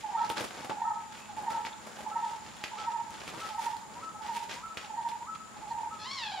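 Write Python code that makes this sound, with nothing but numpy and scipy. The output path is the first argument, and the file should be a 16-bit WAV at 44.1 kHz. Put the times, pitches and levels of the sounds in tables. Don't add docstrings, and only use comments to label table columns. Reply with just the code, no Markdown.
import sys
import numpy as np
from scipy import signal
from scipy.io import wavfile
from scipy.ndimage import uniform_filter1d

SR = 44100
rng = np.random.default_rng(int(sys.argv[2]) if len(sys.argv) > 2 else 0)


def unload_wav(signal):
    wavfile.write(
        sys.argv[1],
        SR,
        np.round(np.clip(np.atleast_2d(signal).T, -1, 1) * 32767).astype(np.int16),
    )


N = 282240

# f/Hz, relative level/dB
AIR_SPECTRUM = [(25, -35), (50, -1.5), (130, -6), (210, -2), (400, -10), (700, -9), (1000, -5),
                (1500, -9.5), (3000, -19), (5900, -22), (8400, -21), (11000, -31.5), (16000, -35)]
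# f/Hz, likeness (0 to 1)
AIR_LIKENESS = [(60, 0.2), (300, 0.063), (1000, 0.29), (3000, 0.022), (15000, .01)]
# f/Hz, width of each filter pass/Hz, level/dB
STEADY_BANDS = [(7026, 730, -58.5), (9780, 1200, -70), (214.5, 20.7, -62)]
# f/Hz, width/Hz, relative level/dB
CREASES = [(1110, 1700, 0.5), (1710, 1180, 0.5), (2960, 1620, 2), (4560, 1930, -2.5), (5850, 2700, -4.5)]
# peak t/s, crackle level/dB, swell t/s, fade t/s,
# rumble level/dB, claw hiss level/dB
PAWS = [(0.01, -44, 0.013, 0.027, -70, -52), (0.25, -47, 0.42, 0.18, -52, -66),
        (0.3, -41, .006, 0.036, -34.5, -42.5), (0.371, -38, 0.014, 0.15, -39.5, -54),
        (0.411, -44.5, 0.015, 0.12, -38, -47), (0.61, -45, 0.23, 0.086, -45.5, -57),
        (0.647, -45.5, 0.0055, .05, -40, -49), (0.697, -46, 0.0065, 0.052, -36.5, -64),
        (1.125, -50, .02, 0.11, -63, -66), (1.175, -51, 0.026, 0.1, -67, -58.5),
        (1.367, -51.5, 0.011, 0.33, -46.5, -60), (1.505, -43.5, 0.013, .17, -40.5, -54),
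        (1.655, -39, 0.011, 0.058, -52, -67), (1.86, -54.5, 0.16, 0.7, -50.5, -62),
        (1.99, -74, 0.026, 0.19, -52, -58.5), (2.29, -50.5, 0.13, 0.16, -57, -60),
        (2.64, -32, 0.0034, 0.022, -41, -66), (2.66, -45.5, 0.041, .13, -63, -62),
        (2.81, -45, 0.089, 0.15, -50, -65), (3.14, -51, 0.13, 0.34, -54, -64),
        (3.29, -45, 0.18, 0.057, -54, -56.5), (3.37, -51, 0.24, 0.062, -43.5, -62),
        (3.41, -42, 0.069, 0.029, -60, -52), (3.465, -41.5, 0.14, 0.11, -49.5, -53),
        (3.64, -43.5, 0.14, 0.12, -68, -50.5), (3.7, -48.5, 0.081, 0.21, -61, -59),
        (3.97, -53, .15, 0.37, -49.5, -72), (4.26, -47.5, 0.095, 0.24, -55, -63),
        (4.369, -42.5, 0.065, 0.058, -68, -50), (4.44, -44.5, .05, 0.043, -56, -56),
        (4.498, -39.5, 0.0085, 0.14, -56, -59), (4.54, -40.5, 0.057, 0.078, -50, -54),
        (4.774, -34.5, .003, 0.033, -61, -55), (4.81, -48.5, .04, 0.21, -68, -66),
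        (5.09, -49, 0.048, .09, -66, -60), (5.35, -55.5, 0.011, 0.06, -70, -72),
        (5.64, -59, 0.31, .09, -57, -75), (5.7, -62, .02, 0.72, -66, -69)]
# t/s, crackle level/dB
STIRRING = [(0, -60), (.8, -56.5), (1.2, -60.5), (2.5, -54.5), (3, -56), (3.9, -77), (4.7, -59.5), (5, -59),
            (5.3, -62), (5.95, -58), (6.1, -75)]
# strongest note t/s, its level before distance/dB, lead-in step t/s,
# gap between strong notes t/s, f/Hz, closing note level before distance/dB
ROLLS = [(0.147, -23, .054, .062, 915, -58), (0.814, -23.5, .051, .060, 915, -38.5),
         (1.477, -25, .051, .071, 916, -56), (2.158, -25.5, .047, .073, 920, -56),
         (2.874, -26.5, .072, .065, 928, -33.5), (3.584, -27.5, .042, .077, 918, -34),
         (4.291, -29, .04, .066, 925, -35), (4.978, -27.5, .04, .076, 926, -33),
         (5.712, -29.5, .042, .063, 917, -33.5), (6.42, -30, .041, .065, 915, -35)]
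# t/s, pitch (share of the note's f), relative level/dB
NOTE_SHAPE = [(0, 1.01, -24), (.008, 1.01, -9), (.018, 1.006, 0), (.026, 1, -2), (.034, .975, -7.5),
              (.05, .94, -7), (.08, .9, -20)]
# level relative to it/dB, pitch (share of the roll's f)
LEAD_IN = [(-14.5, 0.91), (-7, 0.95), (-9, 0.91)]
# top of the rise t/s, peak level before distance/dB, top f/Hz
WHISTLES = [(0.1766, -35.5, 1320), (0.853, -36.5, 1297), (1.51, -39.5, 1333), (2.1184, -37.5, 1320),
            (2.7856, -37, 1321), (3.4131, -37, 1309), (4.0274, -35.5, 1312), (4.6375, -37, 1326),
            (5.2817, -35.5, 1311), (5.916, -39.5, 1293)]
# t from the top/s, pitch (share of top f), relative level/dB
WHISTLE_SHAPE = [(-.08, .72, -25), (-.065, .72, -6), (-.035, .74, -7), (-.018, .84, -17), (0, 1, -3),
                 (.012, 1.006, 0), (.035, .995, -3), (.06, .98, -6), (.085, .965, -11), (.1, .96, -30)]
# t/s, ring level/dB, ring f/Hz, low push level/dB, bright tick level/dB,
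# left over right level/dB
SNAPS = [(0.2947, -31, 6100, -49, -35, 1), (0.3008, -19, 3200, -30, -30, 2),
         (0.4089, -33, 2300, -35, -39, -1), (0.4172, -30, 2300, -38, -38, 1),
         (0.4468, -29, 1900, -41, -44, 0), (0.6459, -32, 2300, -40, -40, 2),
         (0.6966, -33, 1900, -37, -46, 1), (0.7036, -34, 2900, -37, -47, -1),
         (1.1734, -37, 2300, -51, -54, -3), (1.2574, -35, 2500, -57, -52, 0),
         (1.3673, -39, 2300, -44, -44, 0), (1.4258, -39, 2300, -45, -38, 3),
         (1.5052, -36, 2300, -37, -36, 2), (1.651, -23, 2300, -48, -45, -1),
         (1.8699, -39, 5400, -48, -40, 1), (1.9884, -39, 3000, -46, -51, 1),
         (2.0169, -38, 2100, -51, -52, 1), (2.5682, -39, 3400, -55, -43, -5),
         (2.6139, -36, 3800, -64, -54, -3), (2.6396, -18, 2500, -41, -39, -2),
         (3.1065, -37, 6500, -53, -42, 3), (3.2174, -30, 2800, -50, -54, -1),
         (3.2787, -25, 2500, -43, -40, -1), (3.3473, -36, 2500, -47, -52, 1),
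         (3.4034, -33, 2300, -47, -43, 1), (3.6377, -30, 2700, -47, -41, 1),
         (3.7684, -33, 4200, -47, -42, -4), (4.3698, -26, 2700, -54, -46, -1),
         (4.4954, -29, 2200, -49, -54, 0), (4.6608, -38, 2300, -54, -47, -1),
         (4.7723, -21, 2600, -38, -45, 0), (5.0891, -30, 3500, -47, -42, -1),
         (5.116, -34, 2200, -50, -48, -1), (5.2288, -38, 2400, -50, -56, 2),
         (5.3588, -39, 2300, -66, -59, -1)]
# t/s, level/dB, f/Hz, width of each filter pass/Hz, length t/s
SQUEAKS = [(1.167, -59, 2600, 150, 0.14), (1.725, -46, 3600, 400, 0.012), (5.696, -55.5, 4330, 794, 0.028)]
# t/s, f/Hz, effort level/dB, mouth opening (factor on throat f), lowest tone level/dB
MEW = [(5.98, 868, -55, 0.93, -48), (6.032, 858, -45.5, 0.95, -53), (6.07, 1011, -43, 0.83, -41.5),
       (6.141, 1129, -41, 1, -44.5), (6.247, 866, -40, 0.75, -43), (6.306, 816.4, -45.5, 0.85, -40),
       (6.318, 768, -44.5, 0.83, -40), (6.345, 822, -47.5, 0.8, -42), (6.4, 710, -48.5, 0.76, -38.5)]
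# f/Hz, width of each filter pass/Hz, relative level/dB
THROAT = [(1900, 2700, 5.5), (4320, 1350, 13), (5620, 1580, 7.5)]
# f/Hz, t60/s
YARD = [(700, 1.48), (1000, 0.14), (1300, 0.93), (1800, 0.43)]
# f/Hz, t60/s
ROOM = [(200, 0.17), (1000, 0.3), (3000, 0.33), (8000, 0.27), (15000, 0.31)]


def gain_of(db):
    return 10 ** (np.asarray(db) / 20)


def evened(x):
    return x / np.sqrt(np.mean(x ** 2) + 1e-20)


def read(points, hz):
    f, value = np.transpose(points)
    return np.interp(np.log(hz + 1), np.log(f + 1), value)


def add(mix, s, sound):
    part = mix[..., max(round(s * SR), 0):][..., :sound.shape[-1]]
    part += sound[..., :part.shape[-1]]


def panned(x, db):
    return x * gain_of([[db / 2], [-db / 2]])


def resonate(x, hz, width):
    turn = np.exp(2j * np.pi * np.cumsum(hz * np.ones(len(x))) / SR)
    r = np.exp(-np.pi * width / SR)
    smooth = signal.lfilter([1 - r], [1, -r], x / turn + 1e-18)
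    return 2 * (turn * smooth).real


def resonate_twice(x, hz, width):
    return resonate(resonate(x, hz, width), hz, width)


def band(x, lo_hz, hi_hz):
    return signal.sosfilt(signal.butter(2, [lo_hz, hi_hz], "band", fs=SR, output="sos"), x)


def flutter(db, count):
    slow = uniform_filter1d(uniform_filter1d(rng.standard_normal(N), count), count)
    return gain_of(db * evened(slow))


def air():
    frames, hz = N // 256 + 5, np.fft.rfftfreq(1024, 1 / SR)
    a, b, c, d, patches = rng.standard_normal((frames, 513, 5)).T
    patches = evened(uniform_filter1d(uniform_filter1d(patches, size=12, axis=0), size=14, axis=1))
    same = np.clip(read(AIR_LIKENESS, hz), -1, 1)[:, None]
    left = a + 1j * b
    right = same * left + np.sqrt(1 - same ** 2) * (c + 1j * d)
    level_db = read(AIR_SPECTRUM, hz)[:, None] + 1.35 * patches
    spectra = np.array([left, right]) * gain_of(level_db)
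    bed = signal.istft(spectra, nperseg=1024, noverlap=768)[1][:, :N]
    out = gain_of(-52) * evened(bed)
    for f, width, db in STEADY_BANDS:
        for ear in out:
            ear += gain_of(db) * evened(resonate_twice(rng.standard_normal(N), f, width))
    return out


def clicks(per_s, spread_db, likeness):
    sizes = gain_of(spread_db * np.minimum(rng.exponential(1, (3, N)), 4))
    sizes = sizes * (rng.random((3, N)) < per_s / SR)
    shared, *own = sizes * rng.choice([-1., 1.], (3, N))
    return likeness * shared + (1 - likeness) * np.array(own)


def paw_levels(span_db=20, stir_rumble_db=-6, stir_claws_db=-21.5):
    t = np.arange(0, N, 32) / SR
    layers_db = np.array([[0], [stir_rumble_db], [stir_claws_db]])
    power = gain_of(np.interp(t, *np.transpose(STIRRING)) + layers_db) ** 2
    for s, db, swell_s, fade_s, low_db, high_db in PAWS:
        away = np.where(t < s, (s - t) / swell_s, (t - s) / fade_s)
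        power = power + gain_of(np.array([[db], [low_db], [high_db]]) - span_db * away) ** 2
    return [np.interp(np.arange(N) / SR, t, np.sqrt(p)) for p in power]


def scuffle(clump_per_s=70, clump_s=.008, between=1.):
    crackle_gain, weight_gain, claw_gain = paw_levels()
    starts = rng.random(N) * (rng.random(N) < clump_per_s / SR)
    bursts = signal.lfilter([1], [1, -np.exp(-1 / (clump_s * SR))], starts)
    clumps = evened(between + bursts)
    crackle = np.zeros((2, N))
    for hz, width, db in CREASES:
        crease = band(clicks(600, 3., 0.6), hz - width / 2, hz + width / 2)
        crackle += gain_of(db) * evened(crease)
    rumble = evened(band(band(clicks(900, 4.1, 0.5), 148, 1530), 58, 1600))
    claws = evened(band(clicks(1500, 2.6, 0.4), 4150, 11000))
    return (crackle_gain * evened(crackle) + weight_gain * rumble + claw_gain * claws) * clumps


def rolling_bird(octave_db=-23, note_lead_s=.013):
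    out = np.zeros(N + SR)
    s_points, share, shape_db = np.transpose(NOTE_SHAPE)
    t = np.arange(0, s_points[-1], 1 / SR)
    share, shape_db = (uniform_filter1d(np.interp(t, s_points, c), size=200, mode="nearest")
                       for c in (share, shape_db))
    for s, db, step_s, gap_s, hz, closing_db in ROLLS:
        places = [-3.6 * step_s, -2 * step_s, -step_s, 0, gap_s, 1.9 * gap_s]
        notes = LEAD_IN + [(0, 1), (-.5, 1.005), (closing_db - db, 1)]
        for place, (relative_db, bend) in zip(places, notes):
            turns = np.cumsum(hz * bend * share) / SR
            octave = gain_of(octave_db) * np.sin(2 * np.pi * 2 * turns)
            tone = np.sin(2 * np.pi * turns) + octave
            if s + place > note_lead_s:
                add(out, s + place - note_lead_s, gain_of(db + relative_db + shape_db) * tone)
    return out[:N]


def whistling_bird():
    out = np.zeros(N)
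    s_points, share, shape_db = np.transpose(WHISTLE_SHAPE)
    t = np.arange(s_points[0], s_points[-1], 1 / SR)
    for s, db, hz in WHISTLES:
        turns = np.cumsum(hz * np.interp(t, s_points, share)) / SR
        loudness = gain_of(db + np.interp(t, s_points, shape_db))
        add(out, s + s_points[0], loudness * np.sin(2 * np.pi * turns))
    return out


def snaps(ring_s=.00028, push_hz=450, push_s=.0015, tick_hz=8800, tick_s=.00006):
    out, t = np.zeros((2, N)), np.arange(600) / SR
    push = np.exp(-t / push_s) * np.sin(2 * np.pi * push_hz * t)
    tick = t / tick_s * np.exp(1 - t / tick_s) * np.sin(2 * np.pi * tick_hz * t)
    for s, db, hz, low_db, high_db, pan_db in SNAPS:
        ring = np.exp(-t / ring_s) * np.sin(2 * np.pi * hz * t)
        snap = gain_of(db) * ring / ring.max()
        snap += gain_of(low_db) * push / push.max()
        snap += gain_of(high_db) * tick
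        add(out, s, panned(snap, pan_db))
    return out


def squeaks():
    out = np.zeros(N)
    for s, db, hz, width, length_s in SQUEAKS:
        noise = resonate_twice(rng.standard_normal(SR // 4), hz, width)
        progress = np.minimum(np.arange(len(noise)) / SR / length_s, 1)
        add(out, s, gain_of(db) * evened(noise) * np.sin(np.pi * progress))
    return out


def mew(rough=.36, jitter=.27, flutter_db=2.2):
    s, *columns = np.transpose(MEW)
    t = np.arange(s[0], s[-1], 1 / SR)
    hz, effort_db, mouth, hum_db = (np.interp(t, s, c) for c in columns)
    wander = uniform_filter1d(rng.standard_normal(len(t)), size=150)
    turns = np.cumsum(hz * (1 + jitter * wander)) / SR
    folds = sum(np.cos(2 * np.pi * k * turns) for k in range(2, 9))
    breath = (0.21 + np.exp(-(turns % 1) / 0.44)) * rng.standard_normal(len(t))
    drive = (1 - rough) * evened(folds) + rough * evened(breath)
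    throat = np.zeros(len(t))
    for k, (f, width, db) in enumerate(THROAT):
        throat += (-1) ** k * gain_of(db) * resonate_twice(drive, f * mouth, width)
    voice = gain_of(effort_db) * evened(throat * flutter(flutter_db, count=150)[:len(t)])
    hum = gain_of(hum_db) * flutter(2.0, count=200)[:len(t)] * np.cos(2 * np.pi * turns)
    out = np.zeros(N)
    add(out, s[0], (voice + hum) * np.minimum((t - s[0]) / 0.017, 1))
    return out


def echoes(x, decays, gap_s, likeness):
    taps = np.zeros((3, SR))
    at = np.arange(0, SR - 20, 20) + rng.integers(0, 20, (3, SR // 20 - 1))
    np.put_along_axis(taps, at, rng.choice([-1., 1.], at.shape), 1)
    taps = likeness * taps[2] + (1 - likeness) * taps[:2]
    taps = taps * (np.arange(SR) > gap_s * SR)
    hz, t, z = signal.stft(taps, SR, nperseg=256)
    fade = gain_of(-60 * t / read(decays, hz)[:, None])
    tail = signal.istft(z * fade, SR, nperseg=256)[1]
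    return signal.fftconvolve(x, tail / np.linalg.norm(tail[0]), axes=1)[:, :N]


def scene():
    roll, whistle = panned(rolling_bird(), -3.4), panned(whistling_bird(), -0.46)
    roll[0] = np.roll(roll[0], 2)
    voice, hits, paws = panned(mew(), 0.61), snaps(), scuffle() + squeaks()
    birds = roll + whistle
    direct = gain_of(-2) * birds * flutter(2.4, count=200)
    outside = direct + echoes(gain_of(-7) * birds, YARD, .015, .6)
    near = outside + paws + hits + voice
    wet = gain_of(-6) * outside + gain_of(-9) * paws + gain_of(-1) * hits + gain_of(-3) * voice
    return near + echoes(wet, ROOM, 0.0024, 0.5) + air()


def record(dry):
    thin = signal.sosfilt(signal.butter(3, 45, "high", fs=SR, output="sos"), dry)
    limit = signal.firwin(511, 15800, window=("kaiser", 9), fs=SR)
    return signal.oaconvolve(thin, limit[None], "same")


dry = scene()
out = record(dry)
unload_wav(out)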